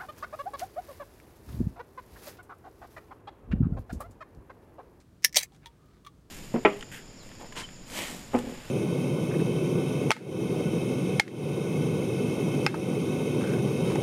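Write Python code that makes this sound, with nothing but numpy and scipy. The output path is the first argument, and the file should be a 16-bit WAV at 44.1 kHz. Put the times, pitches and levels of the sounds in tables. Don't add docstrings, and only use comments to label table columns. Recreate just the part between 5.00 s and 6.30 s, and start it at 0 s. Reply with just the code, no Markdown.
import sys
import numpy as np
from scipy.fft import rfft, irfft
from scipy.io import wavfile
from scipy.ndimage import uniform_filter1d, map_coordinates

SR = 44100
rng = np.random.default_rng(int(sys.argv[2]) if len(sys.argv) > 2 else 0)


def store_pcm(level_fs):
    pcm = np.round(np.clip(level_fs, -1, 1) * 32767).astype(np.int16)
    wavfile.write(sys.argv[1], SR, np.atleast_2d(pcm).T)


N = 57330

# frequency in Hz, relative level in dB.
TORN_COLOUR = [(150, -44.5), (300, -19), (550, -14.5), (1000, -6.5), (1550, -23.5), (1850, -6), (2250, -3),
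               (2600, -5), (3300, 3), (4400, -1), (5200, -1.5), (6100, 7), (7000, -3), (8600, -3.5),
               (10000, -6.5), (13000, -8), (16000, -17)]


def amp(db):
    return 10 ** (np.asarray(db) / 20)


def unit(x):
    return x / np.sqrt(np.mean(x ** 2) + 1e-20)


def fader(points):
    return amp(np.interp(np.arange(N) / SR, *np.transpose(points), left=-np.inf, right=-np.inf))


def eq_curve(points, treble_db=0, shelf_hz=9575):
    hz = np.fft.rfftfreq(2 * N, 1 / SR) + 1
    point_hz, point_db = np.transpose(points)
    shelf_db = treble_db / (1 + (shelf_hz / hz) ** 10)
    return unit(amp(np.interp(np.log(hz), np.log(point_hz), point_db) + shelf_db))


def equalise(x, gain):
    cepstrum = irfft(np.log(gain + 1e-9))
    cepstrum[1:N] *= 2
    cepstrum[N + 1:] = 0
    return irfft(rfft(x, 2 * N) * np.exp(rfft(cepstrum)))[:N]


def resonate(x, peaks):
    hz = np.fft.rfftfreq(2 * N, 1 / SR)
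    response = sum(amp(db) * 1j * hz * width / (centre ** 2 - hz ** 2 + 1j * hz * width)
                   for centre, width, db in peaks)
    return irfft(rfft(x, 2 * N) * response)[:N]


def ring(start, modes, attack):
    t = np.arange(SR // 5) / SR
    tone = sum(amp(db - 60 * t / t60) * np.sin(2 * np.pi * (hz * t + rng.random()))
               for hz, db, t60 in modes)
    return np.pad((1 - np.exp(-t / attack)) * tone, (round(start * SR), N))[:N]


def snap(start, colour, treble_db, attack, crack_t60, tail_t60, tail_db):
    t = np.maximum(np.arange(N) / SR - start, 0)
    decay = np.hypot(amp(-60 * t / crack_t60), amp(tail_db - 60 * t / tail_t60))
    burst = (1 - np.exp(-t / attack)) * decay * rng.choice([-1, 1], N)
    burst_colour = np.sqrt(uniform_filter1d(np.abs(rfft(burst, 2 * N)) ** 2, size=1600))
    return equalise(burst, eq_curve(colour, treble_db) / unit(burst_colour))


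def cabin():
    # frequency in Hz, relative level in dB.
    rumble_colour = [(22, -37.5), (35, -10.5), (52, 2), (80, -3.5), (150, -0.5), (230, -9.5), (310, -7.5),
                     (500, -16.5), (800, -24), (1250, -25), (2000, -32.5), (4000, -35), (8000, -38),
                     (15500, -44.5)]
    return amp(-58) * unit(equalise(rng.standard_normal(N), eq_curve(rumble_colour)))


def finger(grain_db=4, grains_per_s=330):
    # centre in seconds, width in seconds, level in dB, high cut in Hz.
    strokes = [(.008, 0.011, -61.5, 12300), (.55, 0.017, -65.5, 11800), (0.642, 0.014, -62.5, 3710),
               (.72, 0.045, -77.5, 3800), (.93, 0.059, -73.5, 6006)]
    # frequency in Hz, relative level in dB.
    skin_colour = [(300, -12), (1200, -0.5), (1550, -3), (2300, -2.5), (2900, -8.5), (3600, -5),
                   (5000, -6.5), (7000, -6.5), (15000, -14)]
    t, hz = np.arange(N) / SR, np.fft.rfftfreq(2 * N, 1 / SR)
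    grain = map_coordinates(rng.standard_normal(N), [t * grains_per_s])
    friction = unit(amp(grain_db * grain) * rng.standard_normal(N))
    rubs = np.zeros(N)
    for centre, width, db, cut_hz in strokes:
        swell = amp(db) * np.exp(-.5 * ((t - centre) / width) ** 2)
        rubs += swell * equalise(friction, unit(eq_curve(skin_colour) / (1 + (hz / cut_hz) ** 6)))
    return rubs


def tab():
    # start in seconds, level in dB, treble in dB, attack in seconds,
    # then the air ring's pitch in Hz, level in dB and t60 in seconds.
    tick_cues = [(.5195, -60, 1, 0.00087, 793, -55.5, 0.085), (.545, -58, -2, 0.0025, 780, -58.5, .08),
                 (0.6586, -41, 1, 0.00015, 930, -44.5, 0.13), (.668, -46, 5, 0.00056, 910, -61, 0.047),
                 (.857, -64.5, 23, 0.00096, 1230, -81, .05), (1.048, -50.5, 5, 0.00047, 1150, -49, 0.04),
                 (1.0639, -46.5, 11, 0.00078, 1210, -39, 0.048),
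                 (1.0693, -45, -4.5, 0.00066, 1145, -38.5, 0.06)]
    # frequency in Hz, relative level in dB.
    tick_colour = [(200, -15), (700, -27.5), (1200, -7), (1550, -9), (1900, 0.5), (2350, -3.5), (2800, -5),
                   (3400, 9), (4300, -5), (5000, -6.5), (6200, -7), (7600, -12), (9700, -14),
                   (12000, -21.5), (16000, -19)]
    # frequency in Hz, relative level in dB, t60 in seconds.
    tab_modes = [(1820, -14, .06), (2300, -15, .05), (2800, -15, .045), (3335, -11, .045), (3800, -14, .04),
                 (4265, -15, .045), (6050, -15, .035), (9650, -23, .03)]
    # time in seconds, level in dB.
    air_fade = [(.74, -95.5), (.835, -66.5), (.87, -77.5), (.95, -73.5), (1.04, -85), (1.25, -91)]
    ticks = np.zeros(N)
    for start, db, treble_db, attack, air_hz, air_db, air_t60 in tick_cues:
        click = snap(start, tick_colour, treble_db, attack, crack_t60=.02, tail_t60=.069, tail_db=-9)
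        ticks += amp(db) * (click + ring(start, tab_modes, attack))
        ticks += ring(start, [(air_hz, air_db, air_t60)], attack=.0014)
    hollow_air = unit(resonate(rng.standard_normal(N), [(1217, 68, 0)]))
    return ticks + fader(air_fade) * hollow_air


def flap(slips_per_s=1300, grit=.78, hiss_db=-7):
    # time in seconds, level in dB.
    bend_fade = [(.364, -60.5), (.371, -25.5), (.379, -34), (.386, -25), (.391, -25), (.396, -38),
                 (.407, -44), (.422, -51), (.44, -51), (.465, -76)]
    rasp_fade = [(.392, -58.5), (.401, -37.5), (.408, -42.5), (.414, -38.5), (.422, -48.5), (.43, -46),
                 (.436, -52), (.462, -63)]
    # centre in Hz, width in Hz, relative level in dB.
    flap_peaks = [(2352, 321.6, -7), (3210, 330, -1), (3918, 109, 10.5), (4400, 250, -0.5),
                  (5950, 500, -10.5), (7400, 550, -6), (8536, 240, 0.5), (12900, 310, -6.5)]
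    edge_peaks = [(2178, 160, 0), (2380, 200, 0)]
    slips = unit((rng.random(N) < slips_per_s / SR) * rng.standard_normal(N))
    friction = unit(grit * slips + .5 * rng.standard_normal(N))
    hiss = amp(hiss_db) * unit(equalise(friction, eq_curve(TORN_COLOUR)))
    bend = unit(resonate(friction, flap_peaks)) + hiss
    rasp = unit(resonate(friction, edge_peaks))
    return fader(bend_fade) * bend + fader(rasp_fade) * rasp


def prying(vent_s=.31, attack=.00015, lid_t60=.05):
    # start in seconds, level in dB, treble in dB.
    snap_cues = [(0.223, -50.5, 3), (0.2292, -44.5, -9.5), (0.2342, -42, -12.5), (0.2422, -19.5, -2.5),
                 (0.2461, -6, 3), (.2471, -8, -0.5), (0.2792, -42, -0.5), (.2925, -45.5, -8),
                 (0.3271, -39, 6.5), (.331, -42.5, 8.5), (.3450, -25.5, -4), (0.35, -28, -11),
                 (0.3581, -16.5, 3.5), (0.3595, -15, 7.5), (0.3646, -13, 1)]
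    # frequency
    # in Hz, relative level in dB.
    sealed_colour = [(150, -45.5), (420, -16.5), (750, -28), (1000, -17.5), (1620, -17.5), (1760, 2),
                     (2050, 0.5), (2600, -6), (3700, -8), (4800, -5.5), (5400, 4.5), (6300, -2), (7000, -7),
                     (8200, -11.5), (10400, -7), (12000, -12.5), (13300, -6.5), (15000, -17),
                     (16500, -21.5)]
    vented_colour = [(100, -35.5), (650, -14), (1000, -21.5), (1600, -27), (1780, -8), (2050, 4.5),
                     (2600, -10), (3800, -10), (4500, -5.5), (5500, 3.5), (6400, -3.5), (7700, -8.5),
                     (8700, -7.5), (9500, -24), (11000, -21.5), (14000, -19.5), (16000, -24)]
    lid_modes = [(1762, -22), (1987, -17), (2140, -23), (2295, -22), (5190, -19), (5617, -19), (6060, -20),
                 (6830, -25)]
    modes = [(hz, db, lid_t60) for hz, db in lid_modes]
    snaps = np.zeros(N)
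    for start, db, treble_db in snap_cues:
        colour = sealed_colour if start < vent_s else vented_colour
        crack = snap(start, colour, treble_db, attack, crack_t60=.011, tail_t60=.056, tail_db=-14.5)
        snaps += amp(db) * (crack + ring(start, modes, attack))
    return snaps


def tearing(flap_t60=.048):
    # start in seconds, level in dB, treble in dB, attack in seconds.
    rip_cues = [(0.368, -8.5, -3, 0.00044), (0.3703, -9, 1.5, 0.0001), (0.383, -21.5, 0, .0006),
                (0.4, -29.5, 2.5, .0003), (0.411, -31, 4, .0004)]
    stop_cues = [(0.4269, -29.5, -14, 0.0014), (0.4311, -25.5, 0, 0.00055)]
    # frequency in Hz, relative level in dB.
    flap_modes = [(2150, -23), (3250, -20), (3815, -22), (3960, -21), (4356, -23), (4480, -20), (4755, -22),
                  (6400, -22), (8680, -20)]
    stop_colour = [(100, -48), (700, -8), (1550, -33), (1780, 1), (2400, -5), (2800, -9), (4000, -20),
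                   (4750, 1.5), (5300, -11), (6350, 3.5), (6900, -6), (7700, 3), (8300, -14), (10800, -5),
                   (14000, -12), (15300, -8), (16500, -17)]
    # frequency in Hz, level in dB, t60 in seconds.
    pop_modes = [(503.5, -33.5, .08), (601, -26, .065), (747, -26, .04), (913.5, -32, 0.01)]
    modes = [(hz, db, flap_t60) for hz, db in flap_modes]
    metal = np.zeros(N)
    for start, db, treble_db, attack in rip_cues:
        rip = snap(start, TORN_COLOUR, treble_db, attack, crack_t60=.014, tail_t60=.055, tail_db=-16.5)
        metal += amp(db) * (rip + ring(start, modes, attack))
    for start, db, treble_db, attack in stop_cues:
        knock = snap(start, stop_colour, treble_db, attack, crack_t60=.015, tail_t60=.05, tail_db=-8)
        metal += amp(db) * knock
    return metal + ring(start=.366, modes=pop_modes, attack=.002)


def scene():
    return (prying() + tearing() + flap() + tab() + finger() + cabin())[None]


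def record(dry):
    hz, cut_hz = np.fft.rfftfreq(2 * N, 1 / SR), 15900
    return irfft(rfft(dry, 2 * N) / np.sqrt(1 + (hz / cut_hz) ** 200))[:, :N]


dry = scene()
out = record(dry)
store_pcm(out)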